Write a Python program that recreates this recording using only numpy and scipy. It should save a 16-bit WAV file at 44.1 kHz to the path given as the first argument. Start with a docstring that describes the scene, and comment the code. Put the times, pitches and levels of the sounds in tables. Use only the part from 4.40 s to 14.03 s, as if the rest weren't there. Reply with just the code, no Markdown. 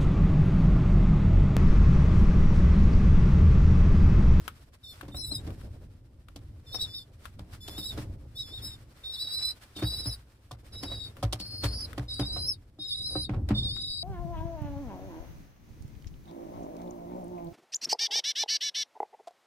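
"""A young pigeon begs in a small plywood loft while a hand strokes it and it shuffles on the floor.
Its syrinx is a double source: two membranes whistle at once, and their nonlinear mixing adds a rasp.
Feet excite decaying floor modes and filtered noise knocks; beak and claws give dry taps of noise.
Rubbing feathers and the bumping body are noise shaped by each stroke of the hand.
Dense echoes, independent at the two ears, make each squeak flutter from side to side."""
import sys
import numpy as np
from scipy import signal
from scipy.fft import rfft, irfft, next_fast_len
from scipy.io import wavfile
from scipy.ndimage import map_coordinates

SR = 44100
rng = np.random.default_rng(int(sys.argv[2]) if len(sys.argv) > 2 else 0)


def inscribe(sig):
    """Save sig as 16-bit PCM at rate SR to the path in sys.argv[1].

    A 1-D sig is mono; a 2-D sig holds one channel per row.
    Samples are clipped to [-1, 1] before scaling.
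    """
    pcm = np.round(np.clip(np.atleast_2d(sig).T, -1, 1) * 32767)
    wavfile.write(sys.argv[1], SR, pcm.astype(np.int16))


N = 424683
TIME = np.arange(N) / SR  # seconds

# Strokes of the hand and shifts of the bird, before the layer gains. Each row: strongest moment in seconds,
# length in seconds, body bumping in dB, feather rubbing in dB.
STROKES = [ (0.005, 0.43, -42.5, -57.5), (0.606, 0.13, -67, -55.5), (0.753, 0.18, -38, -64.5),
           (1.097, 0.67, -35.5, -60.5), (2.06, 0.55, -44.5, -71.5), (2.418, 0.28, -42, -56.5),
           (2.85, 0.098, -65, -54.5), (3.139, 0.057, -44, -53), (3.537, 0.03, -47, -45.5),
           (3.013, 0.69, -44, -71.5), (3.356, 0.25, -41.5, -56), (3.591, 0.12, -32, -51.5),
           (3.7, 0.32, -36, -87), (4.228, 0.57, -42, -59), (4.987, 1, -52, -56), (5.396, 0.047, -39, -48),
           (5.596, 0.35, -42, -54), (6.515, 0.63, -40.5, -57), (7.253, 0.038, -35, -36),
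           (7.36, 0.86, -39.5, -56.5), (7.971, 0.34, -36.5, -63), (8.713, 0.41, -40.5, -65),
           (8.976, 0.12, -23.5, -80), (9.185, 0.39, -29.5, -63.5)]
STROKE_RISE, STROKE_FALL = 0.4, 0.46  # time constants, as shares of a stroke's length
REST_BODY_DB, REST_FEATHERS_DB = -71, -81.5  # the stir between strokes, before the layer gains
# Spectrum of the body's dull bumps. Each row: frequency in Hz, level in dB.
BODY_SPECTRUM = [(20, -2.5), (55, 9), (110, 9), (170, -6.5), (320, -9), (700, -49), (3000, -85)]
# Spectrum of the body sliding. Each row: frequency in Hz, level in dB.
SCRAPE_SPECTRUM = [(120, -8.5), (220, 5), (550, 1), (1200, -16), (3000, -46)]
# Spectrum of rubbing feathers. Each row: frequency in Hz, level in dB.
FEATHER_SPECTRUM = [(200, -31), (600, -6), (1400, -3), (2600, -8), (7000, -11.5), (15000, -15)]

# Sharp taps of beak or claw. Each row: start in seconds, level in dB midway between the ears.
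TAPS = [(0.079, -27), (0.611, -36.5), (1.104, -46.5), (1.213, -50.5), (1.885, -47.5), (2.855, -35.5),
        (6.768, -43.5), (7.531, -40.5), (9.366, -43)]
# Spectrum of a tap. Each row: frequency in Hz, level in dB.
TAP_SPECTRUM = [(100, -21), (600, -20), (1350, 6), (2000, -9.5), (3400, -7.5), (5000, -19.5),
                (15000, -15.5)]

# Feet and wings on the wood, before the layer gains. Each row: start in seconds, knock in dB, floor boom in dB,
# board ring in dB, claw tick in dB, pitch of the struck spot in Hz.
STEPS = [(0.627, -42, -41, -44, -61, 405), (0.68, -46, -39, -42.5, -55, 268),
         (0.743, -45, -46, -46.5, -70, 695), (0.916, -47.5, -39, -41, -75, 280),
         (1.067, -41.5, -31.5, -40, -52, 245), (1.959, -48.5, -63, -48.5, -50, 310),
         (2.342, -37.5, -66, -40.5, -51, 680), (2.989, -44.5, -39.5, -44.5, -54, 168),
         (3.277, -39, -64, -48, -42, 355), (3.377, -39, -48, -39.5, -50, 255),
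         (3.575, -34.5, -30, -37, -47.5, 272), (5.362, -48, -48, -43, -41.5, 324),
         (5.421, -29, -20.5, -29.5, -42.5, 303), (5.656, -34.5, -25.5, -41, -49, 310),
         (6.11, -41, -36, -41.5, -43.5, 1010), (6.429, -33.5, -58, -37, -40, 316),
         (6.515, -41, -34, -43, -63, 600), (6.827, -30, -18, -27.5, -35.5, 610),
         (6.925, -32, -31.5, -37, -31, 700), (6.997, -40.5, -62, -43, -38, 190),
         (7.235, -27.5, -20, -31.5, -33, 440), (7.577, -30.5, -25.5, -33, -44, 347),
         (7.793, -28, -22.5, -26.5, -38, 353), (7.962, -39, -68, -38.5, -47.5, 745),
         (8.385, -71, -45, -47, -73, 298), (8.753, -36.5, -31.5, -28, -73, 443),
         (8.891, -32.5, -24, -31, -74, 248), (8.935, -37.5, -27, -39.5, -78, 650),
         (9.087, -29.5, -46, -49, -43, 695), (9.104, -30, -18.5, -21.5, -62, 194)]
# Modes of the floor, before each step's detuning. Each row: frequency in Hz, level in dB, 60 dB decay in seconds.
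FLOOR_MODES = [(60.9, -12, 0.48), (115.5, -1.5, 0.15), (191.6, -3, 0.24), (297.5, 0.5, .15), (361, -8, 0.1),
               (565, -5.5, 0.1), (745, -3.5, 0.093), (1062, -7, 0.067), (1296, -3, 0.057),
               (1590, -11, 0.067)]
# Spectrum of the wooden knock. Each row: frequency in Hz, level in dB.
KNOCK_SPECTRUM = [(100, -7), (400, 2.5), (800, 0.5), (1400, -3), (2200, -6), (15000, -42)]
# Spectrum of the claw tick. Each row: frequency in Hz, level in dB.
CLAW_SPECTRUM = [(900, -55), (3200, 8), (15000, -6)]
BOOM_LAG_S = 0.0091  # the bird's weight comes down after its toes
SPOT_DB_PER_OCTAVE = 9  # modes far from the pitch of the struck spot ring less

# Squeaks: pitches and voice levels hold at mid-squeak, before pushes, chance and the mix; climbs and swells
# span the whole squeak. Each row: start in seconds, length in seconds, low voice in Hz, its climb in Hz,
# low voice in dB, its swell in dB, high voice in dB, its swell in dB; then, against the voices, rasp in dB,
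# husky side tones in dB, octave of the high voice in dB, octave of the low voice in dB.
SQUEAKS = [ (0.429, 0.12, 3575, -84, -50.5, 1, -62, -7, -11, -7, -8, -12),
           (0.713, 0.28, 3938, -200, -43, -5.5, -51.5, -7.5, -15.5, -26, -5.5, -8),
           (2.258, 0.38, 3532, 24, -51.5, 6, -59, 0, -15.5, -8.5, -18, -15),
           (3.201, 0.36, 3476, -52, -52, -4.5, -61.5, -14, -8.5, -9.5, -4.5, -10),
           (3.948, 0.265, 3472, -66, -50.5, -3, -59, -11, -16, -10.5, -16, -15),
           (4.211, 0.15, 3730, -77, -48.5, -5, -55, -11, -11, -10.5, -10.5, -4.5),
           (4.632, 0.49, 3871, 410.5, -37.5, 9.5, -48.5, 19.5, -21.5, -11, -20, -20),
           (5.35, 0.41, 3858, 155, -42, -5, -46.5, 0, -18, -11, -7, -21.5),
           (6.318, 0.371, 3812, -130, -44.5, 10, -54.5, -14, -31, -9, -6, -19),
           (6.988, 0.47, 4325, 3, -45.5, 2.5, -54.5, 12, -22, -7.5, -8, -27),
           (7.678, 0.47, 3981, 331, -41.5, -3, -42.5, 8, -39, -8.5, -8.5, -22.5),
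           (8.387, 0.48, 3873, 353, -39, 3.5, -45.5, 11.5, -37.5, -12.5, -9, -27.5),
           (9.14, 0.65, 3837, 404.5, -39, -3.5, -40.5, 15, -37, -10.5, -16, -26.5)]
# Pushes of air within a squeak, and catches where the pitch drops. Each row: middle in seconds,
# length in seconds, change of the low voice in Hz, of the low voice in dB, of the high voice in dB.
PUSHES = [ (0.425, 0.051, 187, 8, 3), (0.732, 0.073, -450, -14.5, -34), (0.798, 0.062, 113, -7, 8),
          (0.919, 0.022, 266, 11, 4), (0.96, 0.039, -100, 7.5, 15), (2.349, 0.066, 287, 13.5, 18),
          (2.423, 0.07, 387.5, 22.5, 15), (2.564, 0.073, 162, 5.5, 12), (3.391, 0.058, 381, 11, 17),
          (3.472, 0.12, 423.5, 15, 18), (4.002, 0.082, 358, 11, 11), (4.157, 0.077, 320, 10, 2),
          (4.271, 0.071, 152, 2, 10), (4.744, 0.03, 173, 3, 7), (4.773, 0.038, -300, -5, -7),
          (4.819, 0.058, 140, 4, 4), (4.961, 0.064, 110, 2, 1), (5.398, 0.1, -200, -11.5, -24),
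          (5.519, 0.14, 95.5, 7, -2), (5.596, 0.037, 152, -1, 12.5), (5.682, 0.051, 279, -7, 8.5),
          (6.43, 0.087, 62, -17, 3), (6.993, 0.11, 150, 7, 1), (7.39, 0.17, 419.5, -0.5, 9),
          (7.461, 0.04, -500, 24, 9), (7.836, 0.042, -250, 0, -10), (8.1, 0.083, 77, -26, 5.5),
          (8.141, 0.036, -350, 0, -6), (8.522, 0.051, -180, 0.5, 7), (8.673, 0.071, 157, 2, 5.5),
          (8.859, 0.044, -260, 4, -9), (9.215, 0.039, -200, -2.5, -15), (9.295, 0.046, -170, 0.5, 1)]
# Pitch of the high voice, which warbles on its own, before droop and quaver. Each row: time in seconds,
# frequency in Hz.
HIGH_VOICE = [(0.78, 5350), (0.96, 5020), (2.3, 5244), (2.43, 5470), (2.51, 5065), (3.33, 5207),
              (3.98, 5340), (4.08, 5138), (5.07, 5170), (5.53, 5010), (5.595, 5210), (5.65, 4890),
              (5.69, 5360), (5.727, 4990), (6.378, 5240), (6.5, 5014), (7.12, 5100), (7.25, 4820),
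              (7.399, 5305), (7.43, 5120), (7.7, 5064), (7.77, 4860), (7.854, 5045), (7.914, 4920),
              (7.974, 5140), (8.01, 4920), (8.06, 5100), (8.08, 5340), (8.115, 5305), (8.145, 4340),
              (8.41, 5140), (8.608, 4890), (8.668, 5147), (8.7, 4953), (9.243, 5037), (9.279, 4850),
              (9.37, 4930), (9.5, 4865)]
ATTACK_S, RELEASE_S, FADE_DB = 0.015, 0.013, 10  # the air pressure builds and gives out
DROOP_HZ = 120  # both voices sink as it gives out
# Mean distance of the side tones: above the low voice, and to either side of the high one.
LOW_FLUTTER_HZ, HIGH_FLUTTER_HZ = 732, 410
# The bird turns and walks across. Each row: time in seconds, lag of the right ear in milliseconds.
BEARING = [(6.5, .06), (7.3, .17), (7.9, .143), (9.4, .125)]

# Treble tone curve: thinner near 6.5 kHz, very weak near 11.5 kHz. Each row: frequency in Hz, gain in dB.
TREBLE_CURVE = [(5400, 0), (6500, -5), (8000, -1.5), (10500, -0.5), (11450, -18.5), (12500, 1),
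                (14000, -4.5), (15500, -7)]
TOP_HZ = 15400  # upper band limit


def undb(db):
    """Logarithmic scale: decibels to amplitude gain."""
    return 10 ** (np.asarray(db) / 20)


def unit(x):
    """Normalisation by mean power: scale to rms 1."""
    return x / np.sqrt(np.mean(x ** 2))


def curves(rows, t):
    """Linear interpolation: join each column of a table by straight lines in time."""
    s, *columns = np.transpose(rows)
    return [np.interp(t, s, column) for column in columns]


def tint(x, points):
    """Linear filtering in the frequency domain: multiply the spectrum by a curve of (Hz, dB) points."""
    hz, db = np.transpose(points)
    n = next_fast_len(x.shape[-1])
    f = np.maximum(np.arange(n // 2 + 1) * SR / n, 1)
    gain = undb(np.interp(np.log(f), np.log(hz), db))
    return irfft(rfft(x, n) * gain, n)[..., :x.shape[-1]]


def colour(x, points):
    """Spectral shaping: filter x by (Hz, dB) points and bring it to rms 1."""
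    return unit(tint(x, points))


def walk(n, rate):
    """Band-limited chance: random values of spread near 1, `rate` per second, joined smoothly."""
    place = np.arange(n) * rate / SR
    return map_coordinates(rng.standard_normal(n // 10 + 10), [place], order=2, mode="mirror")


def air(n, apart_hz=1100):
    """Interaural coherence: noise alike at both ears in the bass and unrelated in the treble."""
    mid, side = rng.standard_normal((2, n))
    side = signal.sosfilt(signal.butter(1, apart_hz, "high", fs=SR, output="sos"), side)
    return np.array([mid + side, mid - side])


def fade(t, t60):
    """Exponential damping: free decay by 60 dB in t60 seconds."""
    return np.exp(-np.log(1000) * t / t60)


def add(out, s, x):
    """Superposition: mix x into out from time s."""
    i = max(int(s * SR), 0)
    out[:, i:i + x.shape[1]] += x[:, :N - i]


def stroking():
    """Addition of powers: each stroke swells and dies away exponentially; returns body and feathers in dB."""
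    body_power, feather_power = undb(REST_BODY_DB) ** 2, undb(REST_FEATHERS_DB) ** 2
    for s, length, body_db, feather_db in STROKES:
        along = (TIME - s) / length
        decay = np.maximum(-along / STROKE_RISE, along / STROKE_FALL)
        force = np.exp(-np.minimum(decay, 20))
        body_power = body_power + (undb(body_db) * force) ** 2
        feather_power = feather_power + (undb(feather_db) * force) ** 2
    return 10 * np.log10(body_power), 10 * np.log10(feather_power)


def scuffle():
    """Friction noise: the body bumps dully and scrapes in lumps; feather barbs catch and slip in small grains."""
    body_gain_db, feather_gain_db, scrape_gain_db = -1.5, 2.5, -9
    scrape_share = 0.33  # how far the scrape's level follows the feathers rather than the body
    lumps_db, bumps_db = 4, 1.5  # spread of the unevenness
    body_db, feather_db = stroking()

    bumps = undb(bumps_db * walk(N, 70))
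    body = colour(air(N) * bumps, BODY_SPECTRUM) * undb(body_db + body_gain_db)

    slide_db = body_db + scrape_share * (feather_db - body_db)
    lumps = undb(lumps_db * walk(N, 28))
    scrapes = colour(air(N) * lumps, SCRAPE_SPECTRUM) * undb(slide_db + scrape_gain_db)

    grains = undb(2.73 * np.minimum(rng.exponential(size=N), 6))
    rubbing = colour(air(N) * grains, FEATHER_SPECTRUM)
    feathers = rubbing * undb(feather_db + feather_gain_db + 3 * walk(N, 35))
    return body + scrapes + feathers


def loft(x, wet_db=-0.5, t60=0.062):
    """Reverberation: close plywood walls return a short, dense spray of echoes, different at each ear."""
    t = TIME[:SR // 4]
    echoes = rng.standard_normal((2, len(t))) * fade(t, t60) * (t > .001)
    echoes /= np.sqrt(np.sum(echoes ** 2, axis=1, keepdims=True))  # unit energy
    return x + undb(wet_db) * signal.fftconvolve(x, echoes, axes=1)[:, :N]


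def tap(db, t60=.028, tail_db=-19, left_db=2.5):
    """Impact of a hard point on wood: a dry click with a weak slower tail, a little to the left."""
    t = TIME[:SR // 4]
    ear_gain = undb(db + np.array([[left_db], [-left_db]]))
    decay = fade(t, t60) + undb(tail_db) * fade(t, 0.15)
    return ear_gain * colour(air(len(t)), TAP_SPECTRUM) * decay


def step(knock_db, boom_db, ring_db, claw_db, spot_hz):
    """Modal excitation: the claw ticks, the wood knocks and rings, and the floor swings up a little later."""
    knock_gain_db, claw_gain_db, boom_gain_db, ring_gain_db = -7, 5, 6, 6
    tail_db, dull_hz = -9, 1200
    t = TIME[:SR // 2]
    grit = undb(3.5 * walk(len(t), 400))
    press = 1 - np.exp(-t / .002)  # the foot's pressure builds up
    wood = colour(air(len(t)), KNOCK_SPECTRUM) * grit * press
    # the bright part of the knock dies sooner, the dull part lingers in the boards
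    dull = signal.sosfilt(signal.butter(2, dull_hz, fs=SR, output="sos"), wood)
    knock = wood * fade(t, 0.14) + undb(tail_db) * dull * fade(t, 0.29)
    claw = colour(air(len(t)), CLAW_SPECTRUM) * grit * press * fade(t, .07)

    floor = 0
    for hz, db, t60 in FLOOR_MODES:
        if hz < 150:  # the boom
            age = np.maximum(t - BOOM_LAG_S, 0)
            size_db = boom_db + boom_gain_db
        else:  # the ring of the boards
            age = t
            size_db = ring_db + ring_gain_db - SPOT_DB_PER_OCTAVE * abs(np.log2(hz / spot_hz))
        swell = 1 - np.exp(-(age * hz) ** 2)  # a soft foot takes about a cycle to move each mode
        # every step rings the floor a little differently
        detune = 1 + .035 * rng.standard_normal()
        tone = np.sin(2 * np.pi * (hz * detune * age + rng.random()))
        floor = floor + undb(db + size_db) * swell * fade(age, t60) * tone
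    return undb(knock_db + knock_gain_db) * knock + undb(claw_db + claw_gain_db) * claw + floor


def airflow(t, length, low_hz, climb_hz, low_db, low_swell_db, high_db, high_swell_db):
    """Pressure control of the voices: pushes bend pitch and level, and both voices droop as the air gives out."""
    age = t - t[0]
    along = age / length - .5
    building, failing = np.exp(-age / ATTACK_S), np.exp((age - length) / RELEASE_S)
    push_hz, push_low_db, push_high_db = sum(
        np.outer(sizes, np.cos(np.pi * np.clip((t - s) / span, -.5, .5))) for s, span, *sizes in PUSHES)
    high_hz, = curves(HIGH_VOICE, t)
    slack_db = FADE_DB * (building + failing)
    return (low_hz + climb_hz * along + push_hz - DROOP_HZ * failing,
            high_hz - DROOP_HZ * failing,
            low_db + low_swell_db * along + push_low_db - slack_db,
            high_db + high_swell_db * along + push_high_db - slack_db)


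def whistle(hz, waver, rough):
    """Phase as the integral of frequency: a membrane's pitch quavers slowly and trembles fast."""
    n = len(hz)
    quaver = 1 + waver * walk(n, 75) + rough * walk(n, 700)
    return 2 * np.pi * np.cumsum(hz * quaver) / SR


def partial(phase, ragged=0.32):
    """Amplitude modulation: an upper partial whose strength flutters raggedly."""
    return np.sin(phase) * (1 + ragged * walk(len(phase), 600)) / np.hypot(1, ragged)


def side_tones(low, high, low_size, high_size, effort):
    """Sidebands: each membrane flutters and throws a tone between the voices; the high one adds a weak tone above."""
    n = len(low)
    outer_db = -17
    sides = 0
    for phase, size, flutter_hz, db in ((low, low_size, LOW_FLUTTER_HZ, 0),
                                        (high, high_size, -HIGH_FLUTTER_HZ, 0),
                                        (high, high_size, HIGH_FLUTTER_HZ, outer_db)):
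        flutter = whistle(np.full(n, flutter_hz), .07, .03)
        strength = np.sqrt(2 * size / effort) * undb(db + 3.5 * walk(n, 25))  # they come and go
        sides = sides + strength * np.exp(1j * (phase + flutter))
    return sides


def squeak(start, length, voices, rasp_db, husk_db, high_octave_db, low_octave_db):
    """Double source with nonlinear mixing: two voices, their overtones, side tones and the sum tones of them all."""
    third_db, fourth_db = -12, -10  # upper overtones against the octave of their voice
    trade_db, low_fray, high_fray = 2.5, 0.2, .9
    sum_db, sum_share, triple_db, triple_share, wheeze_db = -10, 0.54, -9, 1.0, -12
    t = start + TIME[:int(length * SR)]
    n = len(t)
    low_hz, high_hz, low_db, high_db = airflow(t, length, *voices)
    # the air favours now one membrane, now the other, and both throb unevenly
    favour_db = trade_db * walk(n, 31.1)
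    low_size = undb(low_db + favour_db / 2 + 2.2 * walk(n, 140))
    high_size = undb(high_db - favour_db + 2.2 * walk(n, 140))
    low, high = whistle(low_hz, .007, .004), whistle(high_hz, .005, .003)
    # both voices fray as the squeak goes on, the high one most when the bird is hoarse
    spent = (t - start) / length
    low = low + low_fray * spent * walk(n, 400)
    high = high + high_fray * undb(rasp_db / 2) * spent * walk(n, 600)

    low_overtones = partial(2 * low) + undb(fourth_db) * partial(4 * low)
    high_overtones = partial(2 * high) + undb(third_db) * partial(3 * high)
    clean = low_size * (np.sin(low) + undb(low_octave_db) * low_overtones)
    clean += high_size * (np.sin(high) + undb(high_octave_db) * high_overtones)

    effort = np.hypot(low_size, high_size)
    sides = side_tones(low, high, low_size, high_size, effort)
    # the rough parts hold on more evenly than the clean voices
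    push = effort * (np.median(effort) / effort) ** .25
    # the membranes slap together and mix all tones in twos and threes; the hoarser, the brighter
    blend = (np.exp(1j * low) + np.exp(1j * high) + sides) / 2
    rasp = undb(sum_db + sum_share * rasp_db) * blend ** 2
    rasp = rasp + undb(triple_db + triple_share * rasp_db) * blend ** 3
    wheeze = undb(wheeze_db + rasp_db) * blend * walk(n, 1500)
    rough = push * np.imag(undb(husk_db) * sides / 2 + rasp + wheeze)
    call = np.sqrt(2) * (clean + rough)
    call *= np.clip(np.minimum(t - t[0], t[-1] - t) / .01, 0, 1)  # 10 ms ramps at both ends
    lag_ms, = curves(BEARING, t)
    right = map_coordinates(call, [np.arange(n) - lag_ms * SR / 1000], order=3)
    return np.array([call, right])


def scene(voice_db=-1):
    """Superposition of sources: squeaks in the loft, steps and taps on its floor, the scuffle beneath them."""
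    voice, wood = np.zeros((2, 2, N))
    for s, length, *voices, rasp_db, husk_db, high_octave_db, low_octave_db in SQUEAKS:
        add(voice, s, squeak(s, length, voices, rasp_db, husk_db, high_octave_db, low_octave_db))
    for s, *levels in STEPS:
        add(wood, s, step(*levels))
    for s, db in TAPS:
        add(wood, s, tap(db))
    ear_db = np.array([[.5], [-.5]])  # the voice is a little stronger at the left
    return loft(voice) * undb(voice_db + ear_db) + wood + scuffle()


def record(dry):
    """Tone shaping by linear filters: the treble is coloured and the top is cut."""
    low_pass = signal.ellip(8, .2, 70, TOP_HZ, fs=SR, output="sos")
    return signal.sosfilt(low_pass, tint(dry, TREBLE_CURVE))


dry = scene()
out = record(dry)
inscribe(out)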